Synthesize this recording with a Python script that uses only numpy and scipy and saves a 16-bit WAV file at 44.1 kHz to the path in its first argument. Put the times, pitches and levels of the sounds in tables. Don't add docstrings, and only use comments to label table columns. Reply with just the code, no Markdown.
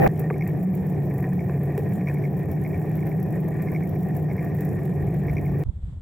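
import sys
import numpy as np
from scipy import signal
from scipy.fft import rfft, irfft, next_fast_len
from scipy.io import wavfile
from scipy.ndimage import uniform_filter1d, minimum_filter1d

SR = 44100
rng = np.random.default_rng(int(sys.argv[2]) if len(sys.argv) > 2 else 0)


def master(y):
    cut = np.clip(np.atleast_2d(y).T, -1, 1)
    pcm = np.round(cut * 32767)
    wavfile.write(sys.argv[1], SR, pcm.astype(np.int16))


N = 265261
RIDE_START_S, RIDE_END_S = 0.0765, 5.637
T = np.arange(N) / SR
SIZE = next_fast_len(N + 8192)
FREQ = np.maximum(np.arange(SIZE // 2 + 1) * SR / SIZE, 1)
LEFT_RIGHT = np.array([[1], [-1]])


# frequency in Hz, relative density in dB per Hz.
RUMBLE = [(20, -23), (50, -19), (66, -10), (86, 2), (130, 3.5), (185, 4), (215, -10), (300, -8.5),
          (390, -4.5), (470, -12), (580, -17), (730, -13), (900, -27), (1300, -40.5)]
# middle in seconds, half length in seconds, rise in dB.
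PATCHES = [(1.217, .06, 3.5)]
# middle in seconds, half length in seconds, level in dB.
RATTLES = [(0.464, 0.034, -43), (1.22, 0.046, -44), (1.538, 0.035, -50), (2.008, 0.024, -46.5),
           (2.092, 0.021, -38.5), (2.204, 0.059, -53), (2.81, 0.028, -47), (3.63, 0.13, -48.5),
           (4.452, 0.14, -49), (4.635, 0.048, -48), (5.26, 0.094, -50)]
# frequency in Hz, width in Hz, relative gain in dB.
THUD = [(430, 150, 0), (735, 150, -12)]


def road():
    times, thud_db, ring_db = bumps(count=12)
    texture = walk(45)
    rough_db = sum(db * bell(s, half_s) for s, half_s, db in PATCHES)
    rumble = shake(undb(-26.0 + 1.0 * texture + rough_db), colour(RUMBLE))

    frame = frame_response()
    chatter = undb(-51.5 + 2 * texture) * crackle(count=7000, spread_db=4.0, decay_s=0.008)
    rattle_level = sum(undb(db) * bell(s, half_s) for s, half_s, db in RATTLES)
    rattle = rattle_level * crackle(count=2400, spread_db=-2.5, decay_s=0.0023)
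    bump_force = blows(times, undb(ring_db), decay_s=0.003)
    ring = shake(chatter, frame) + shape((rattle + bump_force) * noise(), frame)

    jolt = blows(times, undb(thud_db), decay_s=0.0096)
    push = blows(times, undb(thud_db + 12), decay_s=.00004)
    thuds = shape(push + undb(-8) * jolt * noise(), resonances(THUD) * colour(MOUNT))
    crunch_colour = colour([(1500, -9), (2500, 5), (3000, -9), (4500, -13), (16000, -9)])
    crunch = shape(undb(-9) * jolt ** 2 * noise(), crunch_colour)
    return rumble + ring + thuds + crunch + knock(0.3018, db=-17)


# time in seconds, relative thud level in dB, relative frame ring level in dB.
BUMPS = [(0.203, -26, -39), (1.24, -39, -35), (1.496, -25, -31), (1.778, -11, -33), (2.867, -26, -52),
         (3.434, -32, -55), (4.164, -45, -38), (4.444, -32, -49), (4.587, -30, -52), (5.218, -39, -49),
         (5.519, -38, -53), (5.604, -23.5, -51)]


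def bumps(count):
    when = rng.uniform(RIDE_START_S, RIDE_END_S, count)
    lesser_thud_db, lesser_ring_db = -37, -58
    levels = np.array([lesser_thud_db, lesser_ring_db]) + 1 * rng.standard_normal((count, 2))
    return np.vstack([BUMPS, np.column_stack([when, levels])]).T


# time in seconds, mean pitch in Hz.
DRIVE = [(0.08, 156.2), (0.38, 149.9), (0.6, 155.8), (0.85, 151.0), (1.15, 141.0), (1.6, 140.0),
         (2.0, 145.5), (2.3, 144.9), (2.8, 153.2), (3.35, 155.7), (3.55, 153.2), (3.87, 156.6),
         (4.3, 151.6), (4.85, 147.1), (5.6, 143.2)]
# time in seconds, rise in dB.
SWELLS = [(0.679, 13.5), (1.35, 7.5), (1.94, 10.5), (3.199, 6.5), (3.57, 2), (4.05, 10.5), (4.88, 2.5)]
SWELL_S = 0.07
HUM_DB, HUM_WAVER_DB, BOOM_DB = -27, 1.5, -31.5
HUM_YIELD = 0.42


def drive():
    swell_db = sum(db * bell(s, SWELL_S) for s, db in SWELLS)
    pitch_hz = curve(DRIVE) * (1 + 0.0069 * walk(25.275))
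    phase = 2 * np.pi * np.cumsum(pitch_hz) / SR
    tone = np.sqrt(2) * (np.sin(phase) + undb(-18) * np.sin(2 * phase))
    hum = tone * undb(HUM_DB - HUM_YIELD * swell_db + HUM_WAVER_DB * walk(14))
    boom = shape(noise(), resonances([(178.9, 24.0, 0)])) * undb(BOOM_DB + swell_db)
    return hum + boom


def hum_cycles():
    return np.cumsum(curve(DRIVE)) / SR


# frequency in Hz, width in Hz, relative gain in dB.
CHAIN = [(1060, 240, -1), (1810, 42, 4), (2237, 228, 19.5), (2200, 110, -7), (5550, 720, -20.5),
         (13300, 470, -18)]
SNAP_PITCH_SPREAD, BOUNCE_PITCH_SPREAD = .022, .1
BOUNCE_S, BOUNCE_DB = .0036, -7.5


def chain():
    times, db = clacks()
    body = resonances(CHAIN) * colour(MOUNT)
    snaps = strike(times, db + 4, CHAIN, 1 + SNAP_PITCH_SPREAD * rng.standard_normal(len(times)))
    for k in (1, 2):
        late, size, pitch = rng.uniform(-1.1, 1, (len(times), 3)).T
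        bounce_times = times + BOUNCE_S * (k + late / 3)
        bounce_db = db + k * BOUNCE_DB + 4 * size
        snaps += strike(bounce_times, bounce_db, CHAIN, 1 + BOUNCE_PITCH_SPREAD * (pitch - .5))
    weak = scatter(count=70, db=-53, spread_db=3, pitch_spread=.13, modes=CHAIN)
    scrape = shape(blows(times, undb(db - 16.0), decay_s=0.009) * noise(), body)
    rattle = shake(undb(-64.5) * crackle(count=360, spread_db=2.5, decay_s=0.01), body)
    return snaps + weak + scrape + rattle


# start in seconds, relative levels in dB of first and second snap.
CLACKS = [(0.3278, -46, -40.5), (0.409, -34, -30), (0.489, -45, -55), (0.963, -48, -52),
          (1.392, -37.5, -42), (1.9075, -52, -42.5), (1.996, -49, -44), (2.0714, -32.5, -30.5),
          (2.1560, -41, -40), (2.2380, -37.5, -36.5), (2.6490, -37, -38), (2.7302, -41.5, -39),
          (2.977, -52, -43), (3.0133, -51, -43), (3.1030, -60, -39.5), (3.6722, -38, -36),
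          (3.7480, -34, -30), (3.8250, -40.5, -43), (4.3002, -37.5, -37), (4.3803, -37.5, -35.5),
          (5.2828, -38, -35), (5.3676, -30.5, -31.5), (5.4500, -45, -40.5)]
SNAP_CYCLES = 2


def clacks():
    start, first_db, second_db = np.transpose(CLACKS)
    gap_s = SNAP_CYCLES / np.interp(start, *np.transpose(DRIVE))
    return np.r_[start, start + gap_s], np.r_[first_db, second_db]


# time in seconds, relative level in dB.
TICKS = [(0.194, -33.5), (0.475, -33.5), (0.628, -40.5), (0.7505, -37.5), (0.866, -44.5), (1.031, -54.5),
         (1.140, -44.5), (1.333, -37.5), (1.633, -41.5), (1.777, -25), (1.934, -35), (2.140, -38.5),
         (2.391, -41), (2.514, -38.5), (2.614, -38), (2.676, -48), (2.776, -46.5), (2.796, -54),
         (2.894, -43.5), (2.953, -43), (2.968, -43), (2.992, -45.5), (3.068, -34.5), (3.442, -49),
         (3.621, -36), (3.717, -42.5), (3.871, -45), (3.991, -42.5), (4.031, -40), (4.146, -45.5),
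         (4.166, -33), (4.546, -45.5), (4.607, -33), (4.649, -29), (4.730, -43), (5.310, -46.5)]
# frequency in Hz, relative density in dB per Hz.
GRIT = [(1600, -0.5), (3450, -10), (4650, -18.5), (5650, -8.5), (6550, -18.5), (7150, -7.5), (7700, -12.5),
        (8550, -12.5), (9120, -7.5), (10100, -16), (11500, -11), (12900, -2.5), (15000, -4), (16000, -6)]
# lowest and highest frequency in Hz, relative spray after a tick in dB.
GRAINS = [(0, 4700, -30), (4700, 6500, -28), (6500, 11500, -24), (11500, 13800, -20), (13800, 17000, -19)]
# frequency in Hz, width in Hz, relative gain in dB.
GRAIN_SNAP = [(7150, 1100, -8), (9100, 1200, -8), (13200, 2200, 0)]
SCRAPE_DB, SCRAPE_TURN = 1, 0.55


def grit():
    times, db = np.vstack([TICKS, wheel_ticks()]).T
    response = colour(GRIT)
    tick_colour = response * colour([(3000, -13), (8000, -7), (13000, 3.5), (16000, 2.5)])
    out = shake(blows(times, undb(db - 8.0), decay_s=0.0055), tick_colour)
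    out = out + scatter(count=300, db=-57.5, spread_db=3.3, pitch_spread=.14, modes=GRAIN_SNAP)

    spray = blows(times, undb(db), decay_s=0.0081)
    turns = hum_cycles() / CYCLES_PER_TURN
    scrape_db = SCRAPE_DB * np.cos(2 * np.pi * (turns - SCRAPE_TURN))
    for low_hz, high_hz, spray_db in GRAINS:
        band = response * ((FREQ >= low_hz) & (FREQ < high_hz))
        share = np.sqrt(np.sum(band ** 2) / np.sum(response ** 2))
        grain_level = undb(-66.5 + scrape_db + 1.4 * walk(22)) + undb(spray_db + 4.5) * spray
        grains = grain_level * crackle(count=1500, spread_db=4.0, decay_s=0.0066)
        hiss = undb(-64.5 + scrape_db + 2.6 * walk(24))
        out = out + share * shake(hiss + grains, band)
    return out


WHEEL_TICKS = [-55, -47.5, -48.5, -45.5, -49.5, -53, -51]
TICK_SCATTER_DB = 4.5
CYCLES_PER_TURN = 21.2


def wheel_ticks():
    steps = hum_cycles() / CYCLES_PER_TURN * len(WHEEL_TICKS)
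    k = np.arange(1, int(steps[-1]))
    db = np.array(WHEEL_TICKS)[k % len(WHEEL_TICKS)] + TICK_SCATTER_DB * rng.standard_normal(len(k))
    return np.column_stack([np.interp(k, steps, T), db])


# time in seconds, side gain in dB.
SPREAD = [(0.1, -1.5), (1.0, 0), (2.6, -1), (5.6, 0)]
# start in seconds, end in seconds.
NARROW = [(0.225, 0.275), (0.42, 0.485), (1.11, 1.325), (1.505, 1.66), (1.71, 1.765), (1.995, 2.125),
          (4.36, 4.395), (4.555, 4.615), (5.08, 5.135)]
NARROW_BELOW_HZ, NARROW_FADE_S = 3200, .02


def image(x):
    mid, side = (x[0] + x[1]) / 2, (x[0] - x[1]) / 2
    low_side = irfft(rfft(side, SIZE) * (FREQ < NARROW_BELOW_HZ), SIZE)[:N]
    narrow = sum(1. * ((T > start) & (T < end)) for start, end in NARROW)
    narrow = uniform_filter1d(narrow, int(NARROW_FADE_S * SR))
    return mid + LEFT_RIGHT * (side - narrow * low_side) * undb(curve(SPREAD))


# frequency in Hz, relative density in dB per Hz.
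RUSH = [(25, -35), (78, 2), (115, -4), (165, 4), (230, -13.5), (320, -9.5), (400, -8.5), (560, -11.5),
        (690, -18), (780, -3.5), (920, -35), (1300, -27), (1850, -32), (2500, -46)]
# frequency in Hz, side minus mid in dB.
RUSH_WIDTH = [(60, -14), (170, -12), (250, -5), (400, 0), (560, 11), (680, -12), (780, 5.5), (1000, 1),
              (1850, -1), (2450, 9), (4400, -9), (16000, 1)]
# time in seconds, peak in dB before mount and limiter.
JOLTS = [(0.0055, -16), (0.0175, -16), (0.0235, -16), (0.0335, -10), (0.044, -16), (0.054, -13)]
# frequency in Hz, width in Hz, relative gain in dB.
CLATTER = [(410, 190, 0), (760, 150, 2), (990, 120, -11), (1870, 190, -13)]


def rush():
    body = shake(undb(-12.0 + 1.1 * walk(107)), colour(RUSH), RUSH_WIDTH)
    times, db = np.transpose(JOLTS)
    clatter = strike(times, db, CLATTER, 1 + .03 * rng.standard_normal(len(times)))
    jerks = crackle(count=2200, spread_db=1.5, decay_s=0.003)
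    scrape = shake(undb(-34.5) * jerks, frame_response(), RUSH_WIDTH)
    sizzle_colour = colour(GRIT) * colour([(3000, 3), (8000, -6.0), (13000, 3.0), (16000, 6.0)])
    sizzle = shake(undb(-37.5 + 1.5 * walk(100)), sizzle_colour, RUSH_WIDTH)
    last = knock(0.0628, db=-12.5)
    return limiter(body + clatter + scrape + sizzle + last, ceiling_db=-7.5, hold_s=0.0034)


# frequency in Hz, width in Hz, relative gain in dB.
CRACK = [(850, 220, 3), (1650, 480, 1), (2250, 520, -3)]
# frequency in Hz, width in Hz, relative gain in dB.
KNOCK = [(450, 95, 0), (800, 170, -11), (1160, 110, -12), (2050, 300, -19)]


def knock(s, db):
    return strike(s, db, CRACK) + strike(s + .004, db, KNOCK)


def cut_clicks():
    return blows([RIDE_START_S, RIDE_END_S], -undb([-20, -34]), decay_s=0.0004)


# time in seconds, mean level in dB.
GUST = [(4.9, -77), (5.02, -34), (5.3, -36), (5.6, -36), (5.638, -48), (5.652, -48), (5.657, -28),
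        (5.7, -28), (5.735, -37.5), (5.79, -35), (5.87, -35), (5.93, -32), (6.01, -37.5)]
# frequency in Hz, relative density in dB per Hz.
WIND = [(15, -22.5), (45, -4), (80, 0.5), (125, -8), (180, -13), (250, -26.5), (400, -36.5), (1000, -48.5),
        (2500, -84.5)]
# middle in seconds, half length in seconds, level in dB.
FLUTTERS = [(5.657, .004, -45), (5.827, .006, -54)]
# frequency in Hz, relative density in dB per Hz.
FLUTTER = [(300, 3), (700, -10), (1400, -21)]
# time in seconds, pitch in Hz, level in dB, left minus right in dB.
EDDIES = [(5.035, 48, -26, 4), (5.085, 90, -20, 0), (5.31, 70, -22, 2), (5.667, 70, -20.5, -11),
          (5.694, 64, -16, -10), (5.841, 64, -19.5, 0)]


def wind():
    unsteady_db = 1.5 * walk(45)
    width = [(20, -21.5), (300, -12.5), (1200, -10.5), (16000, -7.5)]
    out = shake(undb(curve(GUST) + unsteady_db), colour(WIND), width)
    flutter_level = sum(undb(db) * bell(s, half_s) for s, half_s, db in FLUTTERS)
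    out = out + shape(flutter_level * noise(), colour(FLUTTER))
    for s, hz, db, pan_db in EDDIES:
        cycles = (T - s) * hz
        eddy = np.sin(2 * np.pi * cycles) * np.exp(-(cycles / 0.52) ** 2)
        out = out + eddy * undb(db + LEFT_RIGHT * pan_db / 2)
    return out


# frequency in Hz, relative density in dB per Hz.
FIELD = [(200, 5), (1100, 0.5), (2000, -3.5), (2750, -9.5), (3400, -3.5), (4600, -15), (6200, -19),
         (8000, -8), (10000, -23.5), (16000, -26.5)]
# time in seconds, mean level in dB.
RUSTLE = [(4.9, -83), (5.26, -66), (5.8, -66), (5.85, -63.5), (6.01, -66.5)]


def field():
    air = np.array([shape(noise() * undb(1.6 * walk(24)), colour(FIELD)) for _ in range(2)])
    return air * undb(curve(RUSTLE) + 1.2 * walk(8.3))


# frequency in Hz, width in Hz, relative gain in dB.
FRAME = [(1020, 60, 2), (1160, 28, -0.5), (1473, 150, -14), (1714, 235, -5.5), (1852, 130, 4.5),
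         (2083, 82, -14), (2240, 100, -20.5), (2400, 390, -7)]
# frequency in Hz, gain in dB.
MOUNT = [(2480, -10.5), (2950, -22.5), (4800, -5.5), (5600, -1.5), (16000, -4)]


def frame_response():
    return sum(abs(resonances([mode])) for mode in FRAME) * colour(MOUNT)


# frequency in Hz, side minus mid in dB.
WIDTH = [(30, -2), (90, -18), (170, -20.5), (230, 1.5), (400, -12), (600, -7.5), (740, -13.5), (950, 0),
         (1050, -15), (1300, -5), (2200, -15), (4500, -6.5), (10000, -5.5), (16000, -10.5)]


def shake(force, response, width=WIDTH):
    side_response = response * colour(width)
    share = np.sum(abs(side_response) ** 2) / np.sum(abs(response) ** 2)
    mid = shape(force * noise(), response)
    side = np.sqrt(share) * shape(force * noise(), side_response)
    return (mid + LEFT_RIGHT * side) / np.sqrt(1 + share)


def strike(times, db, modes, pitch=1):
    out, age = np.zeros(N), np.arange(2048) / SR
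    for s, peak_db, stretch in np.broadcast(times, db, pitch):
        tone = 0
        for hz, width, gain_db in modes:
            envelope = width ** 3 * age ** 2 * np.exp(-1.5 * np.pi * width * age)
            tone = tone + undb(gain_db) * envelope * np.sin(2 * np.pi * hz * stretch * age)
        part = out[int(max(s, 0) * SR):][:len(age)]
        part += (undb(peak_db) * tone / abs(tone).max())[:len(part)]
    mount = colour(MOUNT)
    return irfft(rfft(out, SIZE) * mount / mount[0], SIZE)[:N]


def scatter(count, db, spread_db, pitch_spread, modes):
    when, size, pitch = rng.random((count, 3)).T
    peak_db = db - spread_db * np.log(np.maximum(size, .04))
    return strike(when * N / SR, peak_db, modes, 1 + pitch_spread * (2 * pitch - 1))


def crackle(count, spread_db, decay_s):
    when, size = rng.random((count, 2)).T
    return unit(blows(when * N / SR, undb(-spread_db * np.log(np.maximum(size, .02))), decay_s))


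def blows(times, sizes, decay_s):
    kicks = np.zeros(N)
    np.add.at(kicks, np.clip((np.asarray(times) * SR).astype(int), 0, N - 1), sizes)
    return signal.lfilter([1], [1, -np.exp(-1 / (decay_s * SR))], kicks + 1e-18)


def resonances(modes):
    return sum(undb(db) / (1 + 1j * (FREQ ** 2 - hz ** 2) / (FREQ * width)) ** 2 for hz, width, db in modes)


def colour(points):
    hz, db = np.transpose(points)
    return undb(np.interp(np.log(FREQ), np.log(hz), db)) * np.minimum(hz[-1] / FREQ, 1) ** 20


def shape(x, response):
    return irfft(rfft(x, SIZE) * response / np.sqrt(np.mean(abs(response) ** 2)), SIZE)[..., :N]


def limiter(x, ceiling_db, hold_s):
    size = int(hold_s * SR) | 1
    gain = np.minimum(1, undb(ceiling_db) / (abs(x).max(axis=0) + 1e-9))
    return x * uniform_filter1d(minimum_filter1d(gain, size), size)


def walk(rate):
    steps = np.interp(T * rate, np.arange(4096), rng.standard_normal(4096))
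    return unit(uniform_filter1d(steps, int(SR / rate / 2) + 1))


def curve(rows):
    rows = np.array(rows)
    return np.interp(T, rows[:, 0], rows[:, 1])


def bell(s, half_s):
    return np.exp(-((T - s) / half_s) ** 2)


def noise():
    return rng.standard_normal(N)


def unit(x):
    return x / np.sqrt(np.mean(x ** 2))


def undb(db):
    return 10 ** (np.asarray(db) / 20)


def scene():
    ride = limiter(image(drive() + road() + chain() + grit()), ceiling_db=-17.0, hold_s=0.007)
    riding = (T >= RIDE_START_S) & (T < RIDE_END_S)
    rushing = np.clip((RIDE_START_S - T) / .0006, 0, 1)
    return rush() * rushing + ride * riding + cut_clicks() + wind() + field()


def record(dry):
    return signal.sosfilt(signal.ellip(10, .2, 80, 15950, fs=SR, output="sos"), dry)


dry = scene()
out = record(dry)
master(out)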